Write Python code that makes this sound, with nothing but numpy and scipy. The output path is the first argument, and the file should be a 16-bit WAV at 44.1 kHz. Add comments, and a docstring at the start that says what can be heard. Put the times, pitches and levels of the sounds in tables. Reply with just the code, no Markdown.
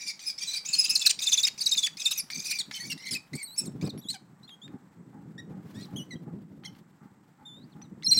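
"""Scolding young kestrel

A young kestrel on a gloved hand under a porch roof flaps and scolds in fast shrill runs, then calms to single squeals.
The two sides of its syrinx, a high and a low oscillator, sound together and mix, with a rasp of ragged partials and hiss.
Wing draught is low noise that swells in gusts, feathers rustle as softer noise, beak and talons tick as short bursts,
and a faint hoarse call of shaped noise repeats far away over quiet outdoor air."""
import sys
import numpy as np
from scipy import signal
from scipy.fft import rfft, irfft, next_fast_len
from scipy.io import wavfile

SR = 44100
rng = np.random.default_rng(int(sys.argv[2]) if len(sys.argv) > 2 else 0)


def master_out(mix):
    """Clip the mix to full scale and print it as 16-bit PCM to the path in sys.argv[1]."""
    frames = np.transpose(np.atleast_2d(mix))
    ceiling = np.clip(frames, -1, 1)
    pcm = np.round(ceiling * 32767).astype(np.int16)
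    wavfile.write(sys.argv[1], SR, pcm)


N = 361162
T = np.arange(N) / SR  # time in seconds

# Levels of the sources in these tables are relative: filters and trims follow.
# Runs of calling, one push of air each. Each row: start in seconds, end in seconds, whistle in Hz and low voice
# in Hz (both before their bends), effort in dB, strength of the low voice in dB.
CALLING_RUNS = [(-.03, 0.122, 5760, 2383, -41.5, -7.5), (0.192, 0.328, 6170, 2440, -42.5, -8),
                (0.377, 0.603, 6620, 2420, -41, -7), (.647, 1.116, 7180, 2610, -35.5, -7),
                (1.188, 1.49, 7003, 2552, -34.5, -17.5), (1.576, 1.875, 6780, 2578, -38, -31.5),
                (1.969, 2.212, 6824, 2580, -39, -7), (2.3, 2.608, 6280, 2400, -40, -3),
                (2.709, 2.944, 6240, 2248, -45.5, 3.5), (2.976, 3.185, 5633, 2156, -51.5, 6),
                (3.331, 3.437, 8100, 2216, -50.5, 5.5), (3.561, 3.666, 8360, 2660, -50, -3.5),
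                (3.812, 3.887, 5570, 2600, -47, -7.5), (4.099, 4.157, 4440, 2227, -45, -21),
                (8.132, 8.214, 6930, 2330, -42, -18)]
# Loud notes that drop from the whistle onto a held pitch. Each row: start in seconds, end in seconds, entry pitch
# in Hz, held pitch in Hz, level in dB, rasp in dB.
YELP_NOTES = [ (0.062, 0.117, 4820, 4826, -36, -0.5), (0.256, .305, 5400, 5040, -32.5, -8),
              (.409, 0.438, 4500, 4620, -37, -14.5), (0.466, 0.516, 4660, 3920, -32.5, -14.5),
              (0.53, 0.559, 5130, 3880, -31, -6.5), (0.555, 0.586, 4500, 4540, -32, -6),
              (.729, 0.754, 5220, 4204, -22, -22), (0.783, 0.813, 5070, 5024, -18, -15),
              (0.84, 0.859, 4810, 4900, -23, -5.5), (0.893, 0.919, 4765, 5140, -21.5, -4.5),
              (0.952, 0.968, 6400, 3956, -16.5, -18), (1.009, 1.034, 5980, 3400, -27.5, -5),
              (1.058, 1.08, 6800, 3996, -13.5, -1), (1.213, 1.244, 5180, 3620, -29.5, -0.5),
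              (1.263, 1.294, 6400, 3500, -21.5, -16.5), (1.314, 1.351, 6420, 3464, -21.5, -4.5),
              (1.37, 1.403, 6670, 3420, -21.5, -14), (1.427, 1.458, 7340, 3670, -20, -15.5),
              (1.605, 1.629, 5587, 4325, -26, -11.5), (1.658, 1.681, 7020, 3770, -18.5, -23),
              (1.711, 1.744, 6640, 3653, -21, -17), (1.768, 1.803, 6170, 3480, -22.5, -18),
              (1.824, 1.867, 5910, 3374, -23, -12), (1.994, 2.019, 3780, 3620, -40, -0.5),
              (2.051, 2.082, 5830, 3560, -20, -16), (2.107, 2.13, 4760, 3775, -28, 4),
              (2.439, 2.494, 4310, 4770, -38.5, 2.5), (2.503, 2.53, 5360, 4340, -31, 5),
              (3.574, 3.613, 5340, 5320, -28, -16), (8.063, 8.082, 4390, 4076, -20, -54.5),
              (8.107, 8.144, 4900, 4076, -14.5, -29), (8.167, 8.203, 4600, 4045, -18, -31)]
# Short gliding notes of one voice. Each row: start in seconds, end in seconds, first, middle and last pitch in Hz,
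# level in dB, octave in dB before its tilt, rasp in dB.
SQUEAL_NOTES = [ (1.093, 1.119, 4314, 3445, 1410, -29.5, -5, 9),
                (1.467, 1.491, 3705, 2844, 1451, -34, 4, 10.5),
                (1.861, 1.88, 3467, 2452, 1037, -33, -3.5, 3.5),
                (2.176, 2.216, 6200, 5440, 4300, -31, -1, -7),
                (2.585, 2.623, 4810, 4020, 3120, -30, -10.5, -5),
                (2.74, 2.792, 2990, 3083, 2900, -40.5, -12, -5),
                (2.795, 2.865, 4380, 4460, 4570, -43, -16, -27),
                (2.797, 2.83, 1880, 1925, 1974, -43.5, -14, -20),
                (2.898, 2.941, 2826, 2760, 2650, -36, -4, -3.5),
                (3.05, 3.103, 1998, 2238, 2280, -46.5, -1, 0.5),
                (3.106, 3.159, 5400, 4830, 4460, -35, -7, -1),
                (3.148, 3.179, 2500, 2554, 2220, -33.5, -11, -8),
                (3.351, 3.372, 4300, 4100, 3900, -61, 18.5, 10.5),
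                (3.427, 3.453, 4400, 4280, 4030, -55.5, 18, -8),
                (3.579, 3.603, 7820, 8050, 7860, -28.5, -30, -23),
                (3.656, 3.685, 4600, 4050, 3300, -54.5, 9, -8),
                (3.892, 3.912, 4460, 3976, 3330, -41.5, -16, -14),
                (3.975, 4.013, 5500, 5660, 5970, -59.5, 5.5, -9.5),
                (4.084, 4.122, 3820, 4160, 4490, -31.5, -9.5, -14.5),
                (4.138, 4.174, 860, 768, 755, -39, -12.5, -15),
                (4.429, 4.464, 3820, 4160, 4130, -54, -28, -14),
                (4.614, 4.674, 3160, 3660, 3570, -49, -14, -26),
                (5.378, 5.413, 1702, 1910, 1696, -44.5, -5.5, -22.5),
                (5.742, 5.83, 1610, 1894, 1906, -57.5, -1, -2),
                (5.806, 5.865, 3940, 4200, 3350, -52, -18, -3.5),
                (6.105, 6.152, 2177, 1943, 2055, -44.5, -4, -20),
                (6.156, 6.171, 3230, 3200, 3150, -57, -24, -30),
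                (6.648, 6.67, 1880, 2130, 1925, -45.5, -2, -4),
                (7.604, 7.659, 3820, 4140, 5370, -63.5, -25, -23.5),
                (7.718, 7.747, 4530, 3750, 2590, -66, -21, -16),
                (7.819, 7.834, 5740, 6000, 5950, -49, -36, -24),
                (7.824, 7.869, 4300, 3990, 3400, -66, -22, -17),
                (8.032, 8.041, 1880, 2086, 2100, -46, 3, -15),
                (8.043, 8.074, 5220, 5294, 5230, -31, -14, -26.5),
                (8.079, 8.117, 5500, 5810, 5370, -25.5, -28, -32),
                (8.143, 8.177, 5540, 5580, 5220, -26.5, -28, -12.5)]
# Drawn-out clear whines. Each row: start in seconds, end in seconds, held pitch in Hz, opening overshoot as a share,
# closing rise as a share, level in dB, level change over the note in dB, octave in dB.
WHINE_NOTES = [(3.441, 3.574, 3890, 0.16, 0.39, -46.5, -5, -8),
               (4.01, 4.09, 3210, 0.24, 0.3, -60.5, 12, -10.5),
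               (4.474, 4.561, 3203, 0.19, 0.056, -52, 0, -17.5),
               (5.958, 6.044, 2900, 0.15, 0.093, -40, -10, -7), (6.641, 6.693, 3040, .1, 0, -50.5, 4, -9.5),
               (7.449, 7.612, 3510, 0.047, 0.15, -45.5, -13, -16.5)]
# Spectrum of the rasp. Each row: frequency in Hz, level in dB.
RASP_COLOUR = [(900, -5.5), (2000, -6.5), (3200, -7), (4500, 4), (6300, -3.5), (8000, -4), (10000, -10.5),
               (12000, -20.5), (16000, -12.5)]
# Level of the voice's treble, highest while the bird faces the microphone. Each row: time in seconds, gain in dB.
TREBLE_GAIN = [(.5, -5.5), (1.5, -4.5), (3.3, 2.5), (6.2, -2.5), (8.1, -5.5)]
# Beak and talon ticks. Each row: time in seconds, level in dB.
TICK_BLOWS = [(2.3017, -23.5), (2.7125, -23), (3.977, -40), (4.4928, -39), (4.6793, -39), (5.9617, -46),
              (6.6363, -37), (6.7506, -43.5), (7.8163, -40.5), (8.0244, -33)]
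# Sound sent to the walls, greatest while the bird is farthest away. Each row: time in seconds, gain in dB.
ECHO_SEND = [(.5, 8), (1.3, -2.5), (2.2, 1), (4, 0)]
# Gusts from the wings on the microphone. Each row: start in seconds, length in seconds, level in dB.
WING_GUSTS = [(2.32, 0.13, -45), (2.67, 0.085, -48.5), (2.79, 0.25, -46.5), (3.06, 0.17, -45.5),
              (3.315, 0.086, -38), (3.59, 0.17, -35.5), (3.812, 0.099, -27), (3.88, 0.23, -41.5),
              (4.64, 0.18, -40.5), (5.485, 0.071, -36), (5.66, 0.12, -52.5), (6.51, 0.078, -46),
              (7.55, 0.083, -43.5)]
# Light breeze between the gusts. Each row: time in seconds, level in dB.
BREEZE_LEVEL = [(0.0, -69), (3.67, -63), (3.81, -41), (4.17, -59), (4.7, -62.5), (5.45, -45), (6.32, -46),
                (7.14, -63.5), (8.19, -46)]
# Spectrum of the air thumping on the microphone. Each row: frequency in Hz, level in dB.
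BUFFET_COLOUR = [(18, -70), (30, -38), (54, -31), (121, -3), (167, 2.5), (282, -5), (526, -22.5),
                 (1500, -48.5), (1950, -73), (3300, -120)]
# Spells of feathers sliding over each other. Each row: start in seconds, length in seconds, level in dB.
FEATHER_RUSTLES = [(-0.7, 5.8, -62), (5.55, 0.88, -66.5), (5.5, 0.74, -65), (6.7, 0.18, -65.5)]
# Onsets of the distant calls. Each entry: time in seconds.
FAR_CALL_TIMES = [4.70, 5.12, 5.50, 5.87, 6.248, 6.62, 7.00, 7.38, 7.748]
# Spectrum of the distant call. Each row: frequency in Hz, level in dB.
FAR_CALL_COLOUR = [(400, -51), (680, -20), (830, 4.5), (1000, -17), (1200, -8.5), (1600, -15.5),
                   (2200, -22.5), (2800, -53), (5000, -43)]
# Spectrum of the outdoor air. Each row: frequency in Hz, level in dB.
YARD_COLOUR = [(30, -36), (60, -25.5), (150, -7), (600, -13), (820, -7), (2000, -16), (3000, -37.5),
               (6500, -31), (8080, -22), (10000, -55.5), (16000, -47.5)]

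SCOOP, SCOOP_S = 0.42, 0.011  # a run starts flat by this share and closes in with this time constant
SLUMP, SLUMP_S = 0.37, 0.019  # it falls by this share, with this time constant, as the air runs out
SURGE_DB, SURGE_SAG = 6.5, 0.15  # each yelp swells the effort and pulls the whistle down by this share
RECOVER_S = 0.012  # then both recover in this time
LOW_BEND = 0.36  # exponent: how far the low voice follows scoop and slump
THROB_HZ, THROB_DB = 19.2, 2  # the air comes in quick pushes, counted from the start of each run
SPLIT_HZ = 1340  # a pressed yelp splits into a whole fraction of its pitch near this one
GUST_ATTACK, GUST_RELEASE = 0.3, 0.64  # shares of a gust's or rustle's length
STILL_FEATHERS_DB = -74.5
YARD_DB = -66.5
TOP_HZ = 15850


def undb(db):
    """Decibels to gain."""
    return 10 ** (np.asarray(db) / 20)


def over_time(points):
    """Straight lines through (time, value) points."""
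    return np.interp(T, *np.transpose(points))


def noise(colour):
    """Noise of rms 1 with a spectrum of (Hz, dB) points."""
    hz, db = np.transpose(colour)
    size = next_fast_len(N)
    bins = np.maximum(np.arange(size // 2 + 1) * SR / size, 1)
    gain = undb(np.interp(np.log(bins), np.log(hz), db))
    x = irfft(rfft(rng.standard_normal(size)) * gain, size)[:N]
    return x / x.std()


def walk(rate):
    """Smooth chance of spread 1 that heads for a new random value rate times a second."""
    x = np.interp(T * rate, np.arange(N // 4), rng.standard_normal(N // 4))
    return x / x.std()


def turn(hz):
    """Phase of an oscillator that follows a pitch curve."""
    return 2 * np.pi * np.cumsum(hz) / SR


def span(start, end, attack, release):
    """Samples of a note, its progress 0-1 and its swell; attack and release are shares of its length."""
    i = np.flatnonzero((T >= start) & (T < end))
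    u = (T[i] - start) / (end - start)
    rise = np.sin(np.pi / 2 * np.minimum(u / attack, 1)) ** 2
    fall = np.sin(np.pi / 2 * np.minimum((1 - u) / release, 1)) ** 2
    return i, u, rise * fall


def kestrel(throat_hz=1600, beam_hz=8500):
    """All of the voice, through a short throat that radiates little bass and beams its treble forward."""
    low_hz = low_pitch()
    rasp = chaos(low_hz)
    shaky_hz = low_hz * (1 + 0.033 * walk(900))
    voice = runs(shaky_hz, rasp) + yelps(shaky_hz, rasp) + squeals(rasp) + whines()
    beam = signal.butter(2, beam_hz, "high", fs=SR, output="sos")
    treble = signal.sosfiltfilt(beam, voice)
    voice = voice + (undb(over_time(TREBLE_GAIN)) - 1) * treble
    throat = signal.butter(2, throat_hz, "high", fs=SR, output="sos")
    return signal.sosfilt(throat, voice)


def runs(low_hz, rasp, whistle_db=-7.0, rasp_db=-3, whistle_jitter=0.029, flicker_db=5.5, low_flicker_db=6.0):
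    """Air flows through a whole run: a thin unsteady whistle, the low voice and rasp all follow the effort."""
    out = np.zeros(N)
    shake = 1 + whistle_jitter * walk(1200)
    surge = pressure()
    low = undb(low_flicker_db * walk(110) - 5.5) * membrane(low_hz, [-6])
    whistle_gain = undb(whistle_db + flicker_db * walk(240))
    for start, end, whistle_hz, _, db, low_db in CALLING_RUNS:
        i, _, swell = span(start, end, 0.012, 0.11)
        sag = 1 - SURGE_SAG * surge[i]
        whistle = membrane(whistle_hz * arch(T[i], start, end) * sag * shake[i], [-22])
        throb = THROB_DB * np.cos(2 * np.pi * THROB_HZ * (T[i] - start))
        effort = undb(db + throb + SURGE_DB * surge[i])
        sound = whistle_gain[i] * whistle + undb(low_db) * low[i] + undb(rasp_db) * rasp[i]
        out[i] += swell * effort * sound
    return out


def yelps(low_hz, rasp, lead_s=0.003, linger_s=0.0023, drop_s=0.008, lift=0.07, jitter=0.041,
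          mixing=0.21, low_share=0.098, rasp_share=0.11, split_share=0.52, brightening=0.24):
    """The high voice falls onto its pitch and lifts at the end; the low voice chops it into sum and difference tones."""
    out, shake = np.zeros(N), walk(1500)
    low, chop = membrane(low_hz, [-2]), np.cos(turn(low_hz))
    for start, end, entry_hz, held_hz, db, rasp_db in YELP_NOTES:
        opens = start - lead_s  # the beak opens just ahead of the note
        i, u, swell = span(opens, end + linger_s, 0.42, 0.5)
        rough = undb(rasp_db)
        drop = np.exp(-((T[i] - opens) / drop_s) ** 2.0)
        hz = held_hz * (1 + lift * u ** 3) + (entry_hz - held_hz) * drop
        swell = swell * (held_hz / hz) ** 0.68  # quieter above the held pitch, louder below it
        # the cleanest notes have weaker overtones
        overtones_db = np.array([-8, -20, -27]) + brightening * min(rasp_db + 15, 0)
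        high = membrane(hz * (1 + jitter * rough * shake[i]), overtones_db)
        grit = mixing * high * chop[i] + low_share * low[i] + rasp_share * rasp[i]
        grit = grit + split_share * subharmonics(hz, held_hz)
        out[i] += undb(db) * swell * (high + rough * grit)
    return out


def squeals(rasp, jitter=0.019):
    """One voice glides along an arc; raspy notes shake more, and overtones weaken the higher they lie."""
    out, shake = np.zeros(N), walk(1200)
    for start, end, first_hz, middle_hz, last_hz, db, octave_db, rasp_db in SQUEAL_NOTES:
        i, u, swell = span(start, end, 0.12, 0.3324)
        arc = np.polyfit([0, 0.5, 1], [first_hz, middle_hz, last_hz], 2)
        hz = np.polyval(arc, u)
        overtones_db = octave_db - 3.8 * middle_hz / 1000 * np.arange(5)
        voice = membrane(hz * (1 + jitter * undb(rasp_db) * shake[i]), overtones_db)
        out[i] += undb(db) * swell * (voice + undb(rasp_db) * rasp[i])
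    return out


def whines(peak_s=0.019, width_s=0.013, late=4.5, jitter=0.0049, overtone_step_db=-6):
    """A clear voice overshoots, settles on its pitch and, where the table asks, climbs as the note closes."""
    out, shake = np.zeros(N), 1 + jitter * walk(700)
    for start, end, held_hz, overshoot, rise, db, fade_db, octave_db in WHINE_NOTES:
        i, u, swell = span(start, end, 0.08, 0.21)
        bump = np.exp(-((T[i] - start - peak_s) / width_s) ** 2)
        hz = held_hz * (1 + overshoot * bump + rise * u ** late)
        voice = membrane(hz * shake[i], octave_db + overtone_step_db * np.arange(4))
        out[i] += undb(db + fade_db * u) * swell * voice
    return out


def membrane(hz, overtones_db):
    """A vibrating syrinx membrane: fundamental of rms 1 and overtones, all fading out towards the top of hearing."""
    phase, total = turn(hz), 0
    for k, db in enumerate([0, *overtones_db], 1):
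        fade = np.clip((SR * 0.45 - k * hz) / 2000, 0, 1)
        total = total + undb(db) * np.sin(k * phase) * fade
    return np.sqrt(2) * total


def low_pitch(rest_hz=2300, stray=0.045):
    """The low voice holds one pitch for each run, bends a little with its arch and strays more the harder it is driven."""
    hz, drift = np.full(N, 1. * rest_hz), np.tanh(walk(35))
    for start, end, _, low_hz, _, low_db in CALLING_RUNS:
        i = (T >= start) & (T < end)
        straying = 1 + stray * undb(min(low_db, 0)) ** 2 * drift[i]
        hz[i] = low_hz * arch(T[i], start, end) ** LOW_BEND * straying
    return hz


def arch(t, start, end):
    """Pitch of a run as a share of its full height: it scoops up, holds and slumps."""
    scoop = 1 - SCOOP * np.exp((start - t) / SCOOP_S)
    slump = 1 - SLUMP * np.exp((t - end) / SLUMP_S)
    return scoop * slump


def pressure():
    """How far the yelps have pushed the air pressure up, 0-1: it builds through each yelp and ebbs after it."""
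    pushes = [np.interp(T, [start, end, end + RECOVER_S], [0, 1, 0]) for start, end, *_ in YELP_NOTES]
    return np.max(pushes, axis=0)


def chaos(low_hz, wander_hz=185, flicker_db=7.0, hiss_db=-11.5):
    """Overdriven membranes break into ragged partials at half multiples of the low voice, each wavering and flaring alone."""
    points_hz, points_db = np.transpose(RASP_COLOUR)
    out = 0
    for k in np.arange(2, 15):
        hz = k * low_hz / 2 + wander_hz * (walk(130) + walk(1000))
        level_db = np.interp(hz, points_hz, points_db) + flicker_db * walk(170)
        out = out + undb(level_db) * np.sin(turn(hz))
    return out / out.std() + undb(hiss_db) * noise(RASP_COLOUR)


def subharmonics(hz, held_hz, tilt_db=2.5):
    """Both voices lock together: a stack of rms 1 on a fraction of the high pitch, shaped like the rasp."""
    points_hz, points_db = np.transpose(RASP_COLOUR)
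    parts = np.round(held_hz / SPLIT_HZ)
    k = np.arange(1, 12)
    db = np.interp(k * held_hz / parts, points_hz, points_db) + tilt_db * k
    db = db + 3 * rng.standard_normal(len(k))  # no two notes share a colour
    stack = membrane(hz / parts, db[1:] - db[0])
    return stack / stack.std()


def ticks(decay_s=0.003, db=-9):
    """Dry clicks of beak and talons: noise bursts that jump up and die away exponentially."""
    blows = np.zeros(N)
    for s, blow_db in TICK_BLOWS:
        blows[int(s * SR)] = undb(blow_db + db)
    envelope = signal.lfilter([1], [1, -np.exp(-1 / (decay_s * SR))], blows)
    return envelope * noise([(300, -22), (1500, 10.0), (4500, 8), (8000, -40), (15000, -21)])


def wings(draught_db=-1, flutter_db=4.0, breeze_db=3):
    """Moving air thumps on the microphone, brighter in the strongest gusts, while feathers rustle."""
    gust_db = puffs(WING_GUSTS, over_time(BREEZE_LEVEL) + breeze_db)
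    eddies = noise([(100, -20.0), (300, 7), (600, -11.0), (1200, -18.0), (4000, -36.0), (12000, -46.5)])
    eddy_db = np.interp(gust_db, [-65, -42, -32], [-100, -56, -39])  # eddies only break off in strong gusts
    buffet = undb(gust_db + draught_db) * noise(BUFFET_COLOUR) + undb(eddy_db) * eddies
    feathers = noise([(200, 2), (1200, 2.0), (4000, -4.5), (9000, -13.5), (16000, -10.5)])
    rustle_db = puffs(FEATHER_RUSTLES, STILL_FEATHERS_DB) + 2.5 * walk(90)
    return buffet * undb(flutter_db * walk(50)) + feathers * undb(rustle_db)


def puffs(table, rest_db):
    """Level in dB of movements that swell and die away above a resting level, summed as power."""
    power = np.zeros(N) + undb(rest_db) ** 2
    for start, length, db in table:
        i, _, swell = span(start, start + length, GUST_ATTACK, GUST_RELEASE)
        power[i] += (undb(db) * swell) ** 2
    return 10 * np.log10(power)


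def porch(dry, t60_s=0.25, near_t60_s=0.06, wet_db=-14, near_db=-17):
    """Dense early reflections from roof and posts, and a thin longer tail from the house walls."""
    t = T[:SR * 3 // 4]
    decays = undb(-60 * t / np.array([[t60_s], [near_t60_s]]))
    tail, near = rng.standard_normal((2, len(t))) * (t > 0.004) * decays
    response = undb(wet_db) * tail / np.linalg.norm(tail) + undb(near_db) * near / np.linalg.norm(near)
    response = signal.sosfilt(signal.butter(1, 8000, fs=SR, output="sos"), response)
    return dry + signal.fftconvolve(dry * undb(over_time(ECHO_SEND)), response)[:N]


def yard(rise_s=0.035, call_db=-60):
    """Quiet outdoor air, with a hoarse call that repeats far off, smeared by the distance."""
    calls = np.zeros(N)
    for s in FAR_CALL_TIMES:
        age = np.maximum(T - s, 0) / rise_s
        calls += undb(call_db) * age * np.exp(1 - age)
    air = undb(YARD_DB + 1.2 * walk(2.0)) * noise(YARD_COLOUR)
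    return calls * noise(FAR_CALL_COLOUR) + air


def scene():
    """The bird close by under the roof, the yard behind it."""
    return (porch(kestrel() + ticks()) + wings() + yard())[None]


def record(dry):
    """The phone cuts the top with a steep low-pass."""
    return signal.sosfilt(signal.ellip(10, 0.2, 70, TOP_HZ, fs=SR, output="sos"), dry)


dry = scene()
out = record(dry)
master_out(out)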